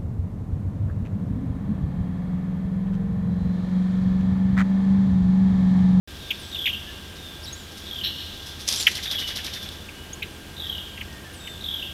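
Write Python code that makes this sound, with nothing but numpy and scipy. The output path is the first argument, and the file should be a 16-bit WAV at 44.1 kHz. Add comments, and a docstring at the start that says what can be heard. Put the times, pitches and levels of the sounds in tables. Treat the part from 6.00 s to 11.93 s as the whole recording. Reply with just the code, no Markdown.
"""First come distant machine rumble, air hiss and a thin electrical whine, and over them bird calls.
A blackbird flock calls from the trees with chips, buzzy falling slurs and a harsh chack; small birds
whistle farther off. Each call is a vibration of the syrinx, prolonged by scattering among the trees.
Close by, a blackbird on a post shakes out its feathers, which rustle by friction and snap as quills
slip free, and gives one sharp chip."""
import sys
import numpy as np
from scipy import signal
from scipy.fft import rfft, irfft, next_fast_len
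from scipy.io import wavfile
from scipy.ndimage import map_coordinates

SR = 44100
rng = np.random.default_rng(int(sys.argv[2]) if len(sys.argv) > 2 else 0)


def master(y):
    """Save y as 16-bit WAV."""
    cut = np.clip(np.atleast_2d(y).T, -1, 1)
    pcm = np.round(cut * 32767)  # scale
    wavfile.write(sys.argv[1], SR, pcm.astype(np.int16))


N = 261513
T = np.arange(N) / SR

# Noise spectra. Each row: frequency in Hz, relative spectral density in dB.
RUMBLE_SPECTRUM = [(12, -56), (20, -14), (76, -2), (97, -7.5), (109, -8.5), (125, -10.5), (156, -10.5),
                   (195, -9), (232, -11), (362, -13), (510, -17), (1200, -22), (1560, -62), (2640, -120)]  # far machinery
AIR_SPECTRUM = [(590, -30), (1000, -22), (1250, -3.5), (1410, -1), (1520, -1.5), (1640, -0.5), (2000, -4),
                (2550, -2.5), (2860, 1), (3440, 1), (3690, -4), (5720, -8.7), (7630, -11.5), (13000, -15),
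                (15800, -19.5)]  # open-air hiss
CHATTER_SPECTRUM = [(1500, -40), (2600, -14.5), (3450, 8), (4200, -5), (5700, -6), (7000, -20),
                    (10000, -34)]  # the distant flock
CHACK_SPECTRUM = [(1060, -43), (1800, -16), (2110, -25), (2430, -16), (2620, -20), (2680, -19),
                  (2850, -3.5), (4130, 1), (4420, -4), (4570, -25), (5480, -12), (7000, -51), (9100, -67),
                  (15400, -120)]  # throat resonances of the harsh call
FIDGET_SPECTRUM = [(400, -70), (1200, -25), (2500, -6), (3600, -2), (5600, 0), (7000, -14), (14000, -22)]  # small movements of feet and feathers
DRAUGHT_SPECTRUM = [(40, -20), (170, 0), (450, -4), (1200, -22), (3000, -70)]  # air stirred by the plumage
WING_SPECTRUM = [(350, -32), (650, -14), (1490, -13.5), (2600, -7), (3420, 3.5), (4310, 0), (5590, 1.5),
                 (7400, -11), (9500, -9.5), (12500, -12), (15500, -36)]  # stiff flight feathers
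BODY_SPECTRUM = [(350, -34), (600, -9.5), (716, -15), (1490, -12), (1810, -11), (2680, -8), (3420, 5),
                 (4310, -1.5), (5590, -1.5), (7540, -17.5), (12500, -13.5), (15500, -38)]  # body feathers
SWISH_SPECTRUM = [(1200, -20), (1750, -4.5), (2050, -4), (2600, -8.5), (3600, -8), (6000, -62)]  # the return swing of the body
QUILL_SPECTRUM = [(800, -32), (3500, 6), (6000, -14), (9000, 7), (12000, -7), (15000, -40)]  # quill scraping on quill
# Reverberation of the trees. Each row: frequency in Hz, time to decay by 60 dB in seconds.
TREE_T60 = [(500, 0.27), (3300, 1), (8000, 0.72), (14000, 0.19)]
# Reflections from nearby surfaces. Each row: delay in seconds, gain in dB.
REFLECTIONS = [(.0036, -23), (.0076, -9), (0.0113, -17)]
# Machine hum and electrical whine. Each row: frequency in Hz, level in dB, phase wander in radians.
HUM_PARTIALS = [(67.3, -51.5, 0.76), (84.9, -48, 0.78), (137.7, -57, 0.77), (202.4, -58.5, 0.78),
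                (332, -61, 0.92), (1594, -54, 0.33)]
# Envelope of the distant chatter. Each row: time in seconds, level in dB.
CHATTER_LEVELS = [(.1, -48), (.45, -42), (.9, -48), (1.68, -50), (1.85, -43.5), (2.55, -41.5), (3, -50),
                  (3.7, -45), (3.95, -59), (5.2, -58), (5.65, -52)]
# Thin whistles. Each row: start and length in seconds, first and last pitch in Hz, level in dB.
WHISTLE_NOTES = [(.2, .16, 3780, 3440, -41), (.865, .06, 1720, 1740, -43), (1.17, .22, 3760, 3380, -41),
                 (1.555, .1, 7600, 6570, -50), (2.772, .07, 7800, 6650, -32),
                 (3.51, .17, 3680, 3420, -37.5), (3.92, .14, 2940, 2930, -47), (4.63, .07, 1840, 1900, -49),
                 (5.08, .12, 1890, 1830, -46), (5.245, .05, 1790, 1720, -42), (5.39, .2, 3730, 3480, -39)]
# High "seets" that swoop onto a held note. Each row: start and length in seconds, level in dB.
SEET_NOTES = [(.39, .16, -48.5), (5.326, .22, -46)]
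# Short rising "tsips". Each row: start and length in seconds, first and last pitch in Hz,
# level in dB, share sent to the trees.
TSIP_NOTES = [(1.524, .034, 6400, 6900, -30, .4), (4.129, .02, 6150, 7300, -26.5, .1)]
# One squeaky twitter. Each row: time in seconds, pitch in Hz, level in dB.
TWITTER_CONTOUR = [(1.425, 4220, -47), (1.447, 5700, -36), (1.462, 3930, -39), (1.473, 3600, -38),
                   (1.485, 4040, -33), (1.5, 3680, -48)]
# Buzzy falling slurs. Each row: start in seconds, level in dB, pitch factor.
SLUR_CALLS = [(0.516, -24.5, 0.99), (1.859, -27.5, 0.99), (3.029, -22.5, 1.015), (4.569, -25.3, 1.005),
              (5.612, -24.7, 1.005)]
# Wing and tail ruffles. Each row: time in seconds, level in dB, decay time of the power in seconds.
WING_STROKES = [(1.775, -42, .018), (2.464, -38, .028), (2.6, -39, .032), (2.683, -23, .022),
                (2.727, -27.5, .024), (2.772, -32, .012), (2.804, -26, .022), (2.877, -29, .012),
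                (2.915, -32, .01)]
# The loudest quill snaps. Each row: time in seconds, relative level in dB, mid-sweep pitch in Hz.
QUILL_SNAPS = [(2.679, -11, 5400), (2.6885, -5.5, 5400), (2.7275, -11.5, 5040), (2.7615, -14.5, 5500),
               (2.8279, -13, 4380), (2.9538, -15, 4100), (3.3615, -18, 4200), (3.69, -21, 3500)]
# The arch of one chip. Each row: time from its top in seconds, pitch as a share of the top, level in dB.
CHIP_ARCH = [(-.0042, .42, -36), (-.0022, .68, -5), (-.0007, .98, -3), (.0003, 1.01, 0), (.0014, .9, .5),
             (.003, .69, -3.5), (.0058, .58, -6.5), (.0078, 0.43, -17)]
# Chips. Each row: time of the top in seconds, level in dB, top pitch in Hz, then the length factor
# and the depth exponent applied to the arch.
CHIP_CALLS = [(0.308, -16.5, 3400, 1.1, 0.66), (0.551, -29.5, 3600, 2.1, .5), (.662, -15, 3650, 1.9, 1.08),
              (.678, -20.5, 3404, 1.47, 0.76), (.692, -21, 3360, 1.9, .4), (.733, -25, 3205, 2.3, 0.289),
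              (2.8704, -5.5, 3216, 1.03, 1.052), (3.889, -34, 2840, 1.2, .5), (4.2253, -26, 2650, 1.2, .45),
              (4.2301, -25, 3950, .9, .7), (4.978, -33, 2920, 0.99, .9), (5.0122, -27, 3200, 1, .9),
              (5.475, -30.5, 3100, 1.2, .9)]
# Treble response of the microphone. Each row: frequency in Hz, gain in dB.
MIC_RESPONSE = [(12500, -0.5), (13800, -1), (14700, 1), (15800, -7)]


def amp(db):
    return 10 ** (np.asarray(db) / 20)


def unit(x):
    return x / np.sqrt(np.mean(x ** 2) + 1e-20)


def along(points, hz):
    """Interpolation of (Hz, value) points on a logarithmic frequency axis."""
    f, v = np.transpose(points)
    return np.interp(np.log(hz + 1), np.log(f + 1), v)


def wobble(rate):
    """Smooth random modulation through `rate` knots a second."""
    return map_coordinates(rng.standard_normal(int(N * rate / SR) + 4), [T * rate])


def filtered(x, response):
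    """Linear filtering: the spectrum is multiplied by a frequency response."""
    size = next_fast_len(N + SR // 2)
    return irfft(rfft(x, size) * response(np.fft.rfftfreq(size, 1 / SR)), size)[:N]


def coloured(x, spectrum):
    """Spectral shaping, normalised to rms 1."""
    return unit(filtered(x, lambda hz: amp(along(spectrum, hz))))


def noise(spectrum):
    return coloured(rng.standard_normal(N), spectrum)


def tone(hz):
    """A sine whose phase is the integral of its frequency."""
    return np.sin(2 * np.pi * np.cumsum(hz) / SR)


def add(track, start, sound):
    """Superposition of a sound on a track, from `start` seconds."""
    part = track[max(round(start * SR), 0):][:len(sound)]
    part += sound[:len(part)]


def glide(rows):
    """A pure tone modulated along (seconds, Hz, dB) points, with tapered ends."""
    s, hz, db = np.transpose(rows)
    t = np.arange(s[0], s[-1], 1 / SR)
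    return tone(np.interp(t, s, hz)) * amp(np.interp(t, s, db)) * signal.windows.tukey(len(t), .1)


def scatter(x, t60):
    """Diffuse reverberation: a noise tail falls 60 dB in t60, given in seconds or as (Hz, seconds) rows."""
    hz, t, spectra = signal.stft(rng.standard_normal(SR), SR, nperseg=256)
    if not np.isscalar(t60):
        t60 = along(t60, hz)[:, None]
    tail = signal.istft(spectra * amp(-60 * t / t60), SR, nperseg=256)[1]
    return signal.fftconvolve(x, tail / np.linalg.norm(tail))[:N]


def treeline(x, delay_s=.125, t60=.71):
    """Echo: a far row of trees returns the sound late and blurred by scattering."""
    return np.interp(T - delay_s, T, scatter(x, t60), left=0)


def background(rumble_db=-43, air_db=-45):
    """Superposition blends hum, whine, distant chatter, far machinery and air hiss into a steady bed."""
    hum = sum(amp(db) * np.sqrt(2) * np.sin(2 * np.pi * hz * T + wander * wobble(9))
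              for hz, db, wander in HUM_PARTIALS)
    chatter_db = np.interp(T, *np.transpose(CHATTER_LEVELS)) + wobble(35)
    chatter = amp(chatter_db) * noise(CHATTER_SPECTRUM)
    rumble = amp(rumble_db + .53 * wobble(4.83)) * noise(RUMBLE_SPECTRUM)
    return hum + chatter + rumble + amp(air_db) * noise(AIR_SPECTRUM)


def twitter(octave_db=-15, rough_db=3.5):
    """Fast random amplitude modulation makes a tone and its octave sound scratchy."""
    squeak = glide(TWITTER_CONTOUR) + amp(octave_db) * glide(np.array(TWITTER_CONTOUR) * [1, 2, 1])
    return squeak * amp(rough_db * wobble(900)[:len(squeak)])


def small_birds(seet_from_hz=10150, seet_held_hz=7760, tsip_peak_share=.22, jitter_s=2e-5, flutter_db=1.5):
    """Frequency modulation: thin, slightly unsteady tones glide, swoop or twitter among the trees."""
    far, close = np.zeros(N), np.zeros(N)
    progress = np.array([0, .35, 1])  # onset, peak and end of a whistle
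    for start, length, from_hz, to_hz, db in WHISTLE_NOTES:
        pitch = from_hz + (to_hz - from_hz) * progress
        add(far, start, glide(np.column_stack([start + length * progress, pitch, [db - 5, db, db - 5]])))
    for start, length, db in SEET_NOTES:
        seet = glide([(0, seet_from_hz, db), (.05, seet_held_hz, db - 2.5), (length, seet_held_hz, db - 5)])
        add(far, start, seet)
    for start, length, from_hz, to_hz, db, tree_share in TSIP_NOTES:
        peak = (tsip_peak_share * length, from_hz + tsip_peak_share * (to_hz - from_hz), db)
        tsip = glide([(0, from_hz, db - 20), peak, (length, to_hz, db - 20)])
        add(far, start, tree_share * tsip)
        add(close, start, (1 - tree_share) * tsip)
    add(far, TWITTER_CONTOUR[0][0], twitter())
    unsteady = [(T + jitter_s * wobble(250)) * SR]  # timing jitter blurs the highest notes most
    far = map_coordinates(far, unsteady) * amp(flutter_db * wobble(110))
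    direct = amp(-.5) * far + map_coordinates(close, unsteady)
    near = amp(-11) * scatter(far, t60=.12)
    return direct + near + amp(-8) * scatter(far, TREE_T60) + amp(-14) * treeline(far)


def slurs(first_hz=3830, step_hz=98, rise_hz=290, quaver_hz=130, buzz_db=2, sag_db_per_s=12):
    """Reverberation smears a run of tiny rising notes, stepping down and slowing, into a falling slur."""
    dry = np.zeros(N)
    for start, db, pitch_factor in SLUR_CALLS:
        for k, (accent, detune) in enumerate(rng.standard_normal(size=(10, 2))):
            offset_s = .0137 * k ** 1.26
            length_s = .012 + .0012 * k
            hz = pitch_factor * (first_hz - step_hz * k) + 45 * detune
            onset_db = -8 * max(1 - offset_s / .045, 0)  # the slur starts softly
            note_db = db + onset_db - sag_db_per_s * offset_s + 1.5 * accent
            sweep = np.linspace(-1, 1, int(length_s * SR))
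            quaver = quaver_hz * np.sin(2 * np.pi * (sweep + rng.random()))
            swell = np.sin(np.pi * ((sweep + 1) / 2) ** .91) ** 2  # quick rise, slower fall
            note = amp(note_db) * swell * tone(hz + rise_hz * sweep + quaver)
            add(dry, start + offset_s - length_s / 2, note)
    dry *= amp(buzz_db * wobble(300))  # the syrinx rattles within each note
    near = amp(-5) * scatter(dry, t60=.28)
    far = amp(-2.3) * scatter(dry, t60=.99) + amp(-8) * treeline(dry)
    return amp(-.8) * dry + near + far


def chack(start_s=2.034, level_db=-24, attack_s=.009, hold_s=.026, release_db_per_s=480):
    """Source and filter: irregular bursts of the syrinx excite the throat resonance in a hoarse call."""
    t = T - start_s
    release_db = release_db_per_s * np.maximum(t - attack_s - hold_s, 0)
    envelope = np.clip(t / attack_s, 0, 1) * amp(level_db - release_db)
    dry = envelope * unit(noise(CHACK_SPECTRUM) * amp(wobble(350)))
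    return dry + amp(-9) * scatter(dry, TREE_T60) + amp(-12) * treeline(dry)


def fidgets(per_second=7, level_db=-46, spread_db=3, decay_s=.008):
    """Friction gives faint, short rustles at random moments as the bird shifts on the post."""
    kicks = (rng.random(N) < per_second / SR) * amp(level_db + spread_db * rng.uniform(-1, 1, N))
    envelope = signal.lfilter([1], [1, -np.exp(-1 / (decay_s * SR))], kicks)
    return envelope * noise(FIDGET_SPECTRUM)


def stroke(peak_s, decay_s, rise_s=.0047):
    """The friction envelope of one feather stroke: an exponential rise, then a steepening decay."""
    t = T - peak_s
    return np.exp(np.minimum(t / rise_s, -t / (2 * decay_s)) - np.maximum(t / (4 * decay_s), 0) ** 2)


def rustle(spectrum, ticks_per_s=5000, tick_share=.42, quills_per_s=200):
    """Friction between barbs gives hiss and dense ticks, joined by sparse quill ticks and stirred air."""
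    ticks = rng.standard_normal(N) * (rng.random(N) < ticks_per_s / SR) * amp(2.7 * wobble(200))
    quills = rng.uniform(-1, 1, N) * (rng.random(N) < quills_per_s / SR)
    barbs = np.sqrt(tick_share) * coloured(ticks, spectrum) + np.sqrt(1 - tick_share) * noise(spectrum)
    return barbs + amp(-6.5) * coloured(quills, spectrum) + amp(-19) * noise(DRAUGHT_SPECTRUM)


def body_swings(start_s=2.957, period_s=.0765, slowing_s=.00092, hold_s=.53, fade_db_per_s=55):
    """An oscillation that slows and at last dies away. Each row: time in seconds, relative level in dB."""
    k = np.arange(10)
    t = period_s * k + slowing_s * k ** 2
    return np.column_stack([start_s + t, -fade_db_per_s * np.maximum(t - hold_s, 0)])


def plumage(rub_db=-29.3, rub_decay_s=.018, swish_db=-35, swish_lag_s=.032, swish_width_s=.0091):
    """Friction noise follows the motion: the wings ruffle, then each body swing rubs and swishes back."""
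    wings = sum(amp(db) * stroke(s, decay_s) for s, db, decay_s in WING_STROKES)
    body = sum(amp(rub_db + db) * stroke(s, rub_decay_s) for s, db in body_swings())
    swish = sum(amp(swish_db + db) * np.exp(-.5 * ((T - s - swish_lag_s) / swish_width_s) ** 2)
                for s, db in body_swings())
    dry = wings * rustle(WING_SPECTRUM) + body * rustle(BODY_SPECTRUM) + swish * noise(SWISH_SPECTRUM)
    return dry + amp(-10) * scatter(dry, TREE_T60)


def quill_snaps(rise_s=.00077, sweep=.4, grit=.23):
    """Stick and slip: a quill comes free with a damped tick of a few cycles whose pitch drops."""
    out = np.zeros(N)
    age = np.arange(SR // 200) / SR / rise_s  # in rise times
    envelope = age ** 2 * np.exp(2 - 2 * age)
    bend = 1 + sweep * (2 * np.exp(-age / 2) - 1)
    scrape = noise(QUILL_SPECTRUM)
    for s, db, hz in QUILL_SNAPS:
        tick = tone(hz * bend) + grit * scrape[round(s * SR):][:len(age)]
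        add(out, s - rise_s, amp(db - 3) * envelope * tick)
    return out


def throat(hz, centre_hz=2600, width_hz=900):
    """Resonance of the throat: a second-order band-pass response added to a flat one."""
    resonance = 1j * hz * width_hz / (centre_hz ** 2 - hz * hz + 1j * hz * width_hz)
    return amp(-2) + amp(-6) * resonance


def chips(octave_db=-25, rasp_db=2.6):
    """Source and filter: a fast, hoarse arch of pitch passes the throat and reflects off near surfaces."""
    source = np.zeros(N)
    t, pitch_share, arch_db = np.transpose(CHIP_ARCH)
    for top_s, db, top_hz, stretch, depth in CHIP_CALLS:
        arch = np.column_stack([top_s + stretch * t, top_hz * pitch_share ** depth, db + arch_db])
        add(source, arch[0, 0], glide(arch) + amp(octave_db) * glide(arch * [1, 2, 1]))
    dry = filtered(source * amp(rasp_db * wobble(1200)), throat)
    out = dry + amp(-12) * scatter(dry, t60=.15) + amp(-21) * scatter(dry, TREE_T60)
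    for delay_s, db in REFLECTIONS:
        add(out, delay_s, amp(db) * dry)
    return out


def scene():
    """Superposition: the pressures of calls, feathers and background add in one channel."""
    calls = chips() + slurs() + small_birds() + chack()
    feathers = plumage() + quill_snaps() + fidgets()
    return (calls + feathers + background())[None]


def record(dry, mirror_hz=16000, treble_from_hz=2300, cutoff_hz=15850, silence_s=.075):
    """Spectral imaging: an outdoor camera's crude resampling mirrors the birds into the top octave."""
    treble = filtered(dry[0], lambda hz: 1 - 1 / (1 + (hz / treble_from_hz) ** 8))
    image = amp(-12) * treble * np.cos(2 * np.pi * mirror_hz * T)
    gated = (dry[0] + image) * (T > silence_s)  # the sound opens after a moment of silence
    return filtered(gated, lambda hz: amp(along(MIC_RESPONSE, hz)) * (hz < cutoff_hz))[None]


dry = scene()
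out = record(dry)
master(out)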